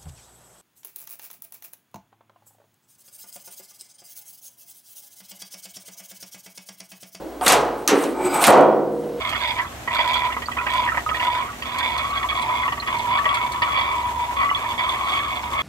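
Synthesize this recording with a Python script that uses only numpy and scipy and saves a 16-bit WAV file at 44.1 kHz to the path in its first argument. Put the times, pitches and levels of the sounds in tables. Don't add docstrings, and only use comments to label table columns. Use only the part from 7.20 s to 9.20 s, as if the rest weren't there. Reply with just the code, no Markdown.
import sys
import numpy as np
from scipy import signal
from scipy.io import wavfile
from scipy.ndimage import uniform_filter1d, map_coordinates

SR = 44100
rng = np.random.default_rng(int(sys.argv[2]) if len(sys.argv) > 2 else 0)


def file_out(sig):
    cols = np.atleast_2d(sig).T
    lim = np.clip(cols, -1, 1)
    pcm = np.round(lim * 32767).astype(np.int16)
    wavfile.write(sys.argv[1], SR, pcm)


def volts_from_decibels(level):
    exponent = np.asarray(level, float) / 20
    return 10 ** exponent


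N = 88200

# time [s], crack level [dB], crack centre [Hz], boom level [dB],
# boom centre [Hz].
HITS = [(.2115, -31, 3000, -20, 855), (0.2628, 0, 9900, -13.5, 816), (.2657, -4, 3180, -14, 1000),
        (0.2797, 9.5, 7300, -20, 790), (.291, -9.5, 3530, -34, 1300), (0.3, -2.5, 5030, -16, 720),
        (0.3215, 1.5, 8500, -17, 650), (.332, -4, 4670, -18.5, 706), (.365, -18, 4000, -28, 870),
        (0.408, -28, 5460, -51, 1210), (.45, -30, 8000, -57, 1200), (0.6766, 1.5, 6060, -16, 770),
        (.684, -6, 2980, -38, 1390), (.686, -5.5, 11000, -44, 1400), (.718, -26, 3350, -17.5, 406),
        (0.77, -23.5, 3000, -33, 327), (0.789, -21, 3400, -48, 400), (0.814, -22, 3430, -33, 400),
        (0.839, -16, 6000, -24.5, 480), (.922, -30, 6040, -46, 400), (0.996, -46, 4000, -28, 810),
        (1.051, -32, 8450, -24, 365), (1.143, -16, 8500, -18.5, 870), (1.203, -27, 4530, -38, 910),
        (1.2163, -9.5, 6500, -13, 950), (1.2402, 6.5, 6260, -17, 1160), (1.2682, -1, 12000, -18, 710),
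        (1.2728, -2, 13200, -13.5, 780), (1.281, -5, 3000, -2.5, 726), (1.304, -13, 9200, -18, 780),
        (1.324, -9.5, 3870, -30, 700), (1.342, -18, 4000, -7.5, 563), (1.375, -22, 5400, -10, 670),
        (1.409, -23.5, 6400, -43, 600), (1.826, -49, 7740, -27, 454)]
# frequency [Hz], density [dB per Hz].
BOLT_COLOUR = [(880, 17), (1500, 10), (2690, 13), (3350, 9.5), (6500, -6), (8400, 15), (11100, -34),
               (13100, -2), (16000, -15)]
DOOR_PAN_DB = np.array([[-0.42], [0.42]])


def rms_one(x):
    return x / np.sqrt(np.mean(x ** 2) + 1e-20)


def at_hz(points, hz):
    table_hz, values = np.transpose(points)
    return np.interp(np.log(hz), np.log(table_hz), values)


def near(hz, centre_hz, octaves):
    return 1 / (1 + (np.log2(hz / centre_hz) / octaves) ** 4)


def drift(rate):
    points = rng.standard_normal(int(3 * rate) + 4)
    return map_coordinates(points, [np.arange(N) / SR * rate], order=3)


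def ring(x, hz, t60):
    r, w = volts_from_decibels(-60 / (t60 * SR)), 2 * np.pi * hz / SR
    return signal.lfilter([0, np.sin(w)], [1, -2 * r * np.cos(w), r * r], x + 1e-18)


def fade(x, t60):
    return signal.lfilter([1], [1, -volts_from_decibels(-60 / (t60 * SR))], x + 1e-18)


def clicks(gains):
    out = np.zeros(N)
    out[(np.array(HITS)[:, 0] * SR).astype(int)] = gains
    return out


def band_noise(low, high):
    sos = signal.butter(2, [low, min(high, 20000)], "band", fs=SR, output="sos")
    return rms_one(signal.sosfilt(sos, rng.standard_normal(N)))


def bands(spectrum, gain_at):
    # frequency [Hz], likeness of left and right [0 to 1].
    likeness = [(60, 0.32), (240, 1), (950, 0.84), (3770, 0.9), (15000, 1)]
    edges = 24 * 2 ** np.arange(0, 9.6, .5)
    white = rng.standard_normal((2, 2, N))
    out, total = 0, 0
    for k, (low, high) in enumerate(zip(edges, edges[1:])):
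        hz = np.sqrt(low * high)
        if spectrum[0][0] / 1.2 < hz < spectrum[-1][0] * 1.2:
            sos = signal.butter(2, [low, high], "band", fs=SR, output="sos")
            mid, side = signal.sosfilt(sos, white[k % 2])
            alike = np.clip(at_hz(likeness, hz), 0, .999)
            stereo = np.sqrt(1 + alike) * mid + np.sqrt(1 - alike) * side * [[1], [-1]]
            gain = volts_from_decibels(at_hz(spectrum, hz))
            out = out + gain * gain_at(hz) * stereo
            total += gain ** 2 * (high - low) * 2 / SR
    return out / np.sqrt(total)


def strokes(rows):
    t = np.arange(N) / SR
    level = 0
    for start, end, start_db, end_db in rows:
        times = [start - .02, start, end, end + 0.056]
        level = level + volts_from_decibels(np.interp(t, times, [-100, start_db, end_db, -100]))
    return level


def grit(slips_per_s, uneven_db):
    slips = rng.random(N) < slips_per_s / SR
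    force = volts_from_decibels(uneven_db * np.minimum(rng.exponential(1, N), 5))
    return rms_one(slips * force * rng.choice([-1, 1], N))


def workshop():
    # frequency [Hz], density [dB per Hz].
    hiss_colour = [(25, -29), (90, -27.5), (274, -27), (318, -21), (354, 0), (386, -16), (618, -12.5),
                   (1690, -33), (15000, -45.5)]
    # time [s], level [dB].
    duck = [
        (1.24, 0),
        (1.3, -2),
        (1.7, -4),
        (2, 0),
    ]
    t = np.arange(N) / SR
    hum = volts_from_decibels(3.5 * drift(5)) * np.sin(2 * np.pi * 58 * t + .5 * drift(4))
    beating = 1 + .45 * np.cos(2 * np.pi * 13 * (t - .03))
    whine = np.sin(2 * np.pi * 15750 * t) * beating
    hiss = bands(hiss_colour, lambda hz: 1)
    room = volts_from_decibels(-41.5) * hiss + volts_from_decibels(-51) * rms_one(hum) + volts_from_decibels(-57) * whine
    return room * volts_from_decibels(np.interp(t, *np.transpose(duck)))


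def slides():
    # start [s], end [s], level at start [dB], level at end [dB].
    bolt_strokes = [
        (.215, .263, -42.5, -26.5),
        (.58, .63, -55, -56.5),
        (.75, .83, -45, -38.5),
        (.83, .92, -47, -48.5),
        (1.19, 1.232, -43, -20.5),
        (1.275, 1.294, -28, -26.5),
        (1.305, 1.317, -25, -36),
        (1.72, 1.9, -62, -59.5),
    ]
    # start [s], end [s], level at start [dB], level at end [dB].
    hand_strokes = [
        (1.88, 2.02, -66, -46.5),
    ]
    # centre [Hz], width [Hz], level [dB].
    bolt_bands = [(8930, 2100, 3.5), (13100, 2600, -3.5)]
    rough = .5 + np.abs(uniform_filter1d(np.abs(grit(600, uneven_db=1.0)), size=130))
    bolt = bands(BOLT_COLOUR, lambda hz: 1)
    for hz, width, db in bolt_bands:
        bolt = bolt + volts_from_decibels(db) * band_noise(hz - width / 2, hz + width / 2)
    return strokes(bolt_strokes) * rough * bolt + strokes(hand_strokes) * band_noise(1000, 3630)


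def squeak():
    # time [s], squeak level [dB], groan level [dB].
    pull = [
        (.95, -58, -38),
        (1.03, -44, -27),
        (1.06, -37, -18),
        (1.095, -42, -26),
        (1.15, -33, -28),
        (1.215, -36, -36),
    ]
    squeak_hz = [760, 880, 1230, 1480, 2010, 2320, 3920, 4900, 7870, 8350, 9300, 12200, 12450]
    # width [Hz], level [dB].
    squeak_peaks = [(45, -5), (39.8, -1), (60, -8), (45, -12.5), (40, -20.5), (100, -12), (100, -26),
                    (60, -26), (220, -15.5), (250, -14.5), (400, -22), (200, -31), (250, -24)]
    t = np.arange(N) / SR
    s, *columns = np.transpose(pull)
    times = [s[0] - .05, *s, s[-1] + 0.013]
    db, groan_db = [np.interp(t, times, [-90, *column, -90]) for column in columns]
    out = volts_from_decibels(2 + groan_db + drift(40)) * np.sin(2 * np.pi * 364 * t + .4 * drift(25))
    spring_stop_db = -20 * np.clip((t - 1.18) / .015, 0, 1)
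    for hz, (width, level) in zip(squeak_hz, squeak_peaks):
        push = db
        if hz <= 3000:
            push = np.where(db > -60, -38 + 0.67 * (db + 37.0), db)
        if hz > 10000 or 3000 < hz < 6000:
            push = push + spring_stop_db
        patchy_db = 2.5 * drift(28.74)
        tone = rms_one(ring(grit(2900, uneven_db=2.5), hz, 5.1 / width / 1.67))
        out = out + volts_from_decibels(level + 13 + push + patchy_db) * tone
    return out + volts_from_decibels(db - 2.5) * bands(BOLT_COLOUR, lambda hz: 1)


def knocks():
    # time [s], frequency [Hz], level [dB], t60 [s].
    panel_knocks = [(.2112, 739, -18, 0.14), (.2112, 874, -25, 0.18), (0.2108, 1204, -23.5, 0.054),
                    (0.688, 314, -12.5, 0.077), (.717, 420, -7, 0.063), (.722, 283, -15, 0.24),
                    (.772, 280, -15, 0.11), (0.774, 415, -6.5, 0.054), (1.5, 477, -24.5, 6),
                    (.36, 421.2, -16, 0.25), (.731, 400, -6.5, 0.072), (1.359, 157.7, -29, 2),
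                    (1.419, 215, -28, 2), (.37, 151.7, -31.5, 0.55)]
    # time [s], frequency [Hz], level [dB], t60 [s].
    part_pings = [(.2112, 3300, -26, .014), (.2112, 4700, -27, 0.0086), (.2657, 3680, -8, 0.016),
                  (0.2647, 1850, -29, 0.014), (.2657, 2780, -11, 0.01), (.2797, 8900, -7.5, 0.025),
                  (.2797, 6440, -3.5, 0.018), (.2797, 4280, -3, 0.02), (.3215, 8500, -12.5, 0.015),
                  (.332, 5600, -8, 0.0087), (.6766, 6280, -1, 0.011), (.6766, 4120, -7.5, 0.014),
                  (.6772, 2460, -12.5, 0.02), (.6775, 1220, -12, 0.053), (.6766, 8700, -8, .012),
                  (.6775, 9600, -9, .018), (.6766, 12200, -11.5, 0.014), (.6766, 15500, -15, .012),
                  (0.837, 8100, -24, 0.011), (.8375, 6180, -25.5, 0.011), (0.838, 905, -11, .02),
                  (1.143, 7890, -22, 0.049), (1.143, 12150, -25, .04), (1.2405, 9330, -8, 0.029),
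                  (1.2402, 2120, -14.5, 0.12), (1.2405, 3900, -14, .03), (1.2682, 8900, -8, 0.009),
                  (1.2682, 10400, -9, 0.011), (1.2682, 12900, -13, .01), (1.2728, 13200, -12, 0.0082)]
    # frequency [Hz], level [dB], t60 [s].
    snap_parts = [(1800, -27, .06), (2500, -26, .06), (4050, -22, .03), (4300, -22, .04), (5600, -22, .2),
                  (5920, -21, .25), (6150, -19, .2), (6350, -19, .1), (6600, -21, .12), (8600, -22, .04)]
    t = np.arange(N) / SR
    out = np.zeros(N)
    for s, hz, db, t60 in panel_knocks + part_pings:
        decay = volts_from_decibels(db - 60 * np.maximum(t - s, 0) / t60)
        onset = np.clip((t - s) * hz / 1.4, 0, 1)
        out += decay * onset * np.sin(2 * np.pi * hz * (t - s))
    since_snap = t - .6765
    for hz, db, t60 in snap_parts:
        cluster = rms_one(ring(rng.standard_normal(N), hz, 2.2 / 260))
        decay = volts_from_decibels(db - 5.0 - 60 * np.maximum(since_snap, 0) / t60)
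        out += (since_snap > 0) * decay * cluster
    return out


def cracks():
    # frequency [Hz], density [dB per Hz].
    rattle_colour = [(410, -64), (700, 18), (2960, -2), (4210, -9), (4610, -13), (6400, -9.5), (7690, -9.5),
                     (9110, 0), (16000, -49.5)]
    # frequency [Hz], t60 [s].
    rattle_t60 = [(700, 1), (2000, 0.27), (5000, 0.19), (10000, 0.1), (16000, 0.081)]
    _, crack_db, centre_hz, *_ = np.transpose(HITS)

    def envelope(hz):
        hit = clicks(volts_from_decibels(crack_db) * near(hz, centre_hz, 1.2))
        t60 = at_hz(rattle_t60, hz)
        rattle = fade(hit ** 2, t60 / 2)
        echo = volts_from_decibels(2 * -12.5) * fade(hit ** 2, 2.58 * t60 / 2)
        return fade(hit, 0.0039) + volts_from_decibels(-3) * np.sqrt(rattle + echo)

    return .5 * bands(rattle_colour, envelope)


def door():
    # frequency [Hz], density [dB per Hz].
    door_colour = [(59, -65), (100, -1), (145, -19), (292, -2.5), (381, -7), (423, -8), (702, -9.5),
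                   (756, -9.5), (3500, -18.5), (4550, -67), (7700, -120)]
    # frequency [Hz], t60 [s].
    door_t60 = [(100, 3.65), (300, 1.62), (600, 0.85), (1200, 0.74), (3500, 0.45)]
    # frequency [Hz], level [dB].
    strong_modes = [(159, -44), (218, -42), (283, -43), (301, -44), (357, -40), (420, -45), (472, -40),
                    (525, -42), (647, -44), (714, -41)]
    swell_s, mode_octaves = 0.017, 0.76
    *_, boom_db, centre_hz = np.transpose(HITS)
    modes = []
    for hz in np.geomspace(110, 3400, 190) * rng.uniform(.99, 1.01, 190):
        db = at_hz(door_colour, hz) + 10 * np.log10(hz / 600) - 8
        modes.append((hz, db, at_hz(door_t60, hz)))
    for hz, db in strong_modes:
        modes.append((hz, db + 21.5, 1.56 * at_hz(door_t60, hz)))
    noise = rng.standard_normal((2, 8, N))
    mid, side = np.zeros((2, N))
    for k, (hz, db, t60) in enumerate(modes):
        push = clicks((volts_from_decibels(boom_db) * (near(hz, centre_hz, mode_octaves) + .075)) ** 2)
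        push[0] = volts_from_decibels(2 * -29.5) * near(hz, 384, mode_octaves) ** 2
        shake = np.sqrt(fade(push, 5.3 * swell_s) / (swell_s * SR))
        mid += volts_from_decibels(db) * ring(shake * noise[0, k % 8], hz, t60)
        if k % 2:
            side += volts_from_decibels(db - 10) * ring(shake * noise[1, k % 8], hz, t60)
    return (mid + side * [[1], [-1]]) * volts_from_decibels(DOOR_PAN_DB)


def scene():
    latch = slides() + squeak() + knocks() * volts_from_decibels(DOOR_PAN_DB) + cracks() + door()
    bass_cut = signal.butter(6, 125, "high", fs=SR, output="sos")
    return workshop() + signal.sosfilt(bass_cut, latch)


def roll_off(x):
    return signal.sosfilt(signal.butter(12, 16860, fs=SR, output="sos"), x)


def record(dry):
    limit_db, release_db_per_s, attack_s, look_ahead_s = -1, 175, 0.00058, 0.0028
    over = np.maximum(20 * np.log10(np.abs(dry).max(axis=0) + 1e-9) - limit_db, 0)
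    ramp = release_db_per_s * np.arange(N) / SR
    held = np.maximum.accumulate(over + ramp) - ramp
    r = np.exp(-1 / (attack_s * SR))
    gain = volts_from_decibels(-signal.lfilter([1 - r], [1, -r], held))
    gain = np.interp(np.arange(N) + look_ahead_s * SR, np.arange(N), gain)
    top_cut = signal.cheby2(10, 50, 17200, fs=SR, output="sos")
    return roll_off(signal.sosfilt(top_cut, np.clip(dry * gain, -1, 1)))


dry = scene()
out = record(dry)
file_out(out)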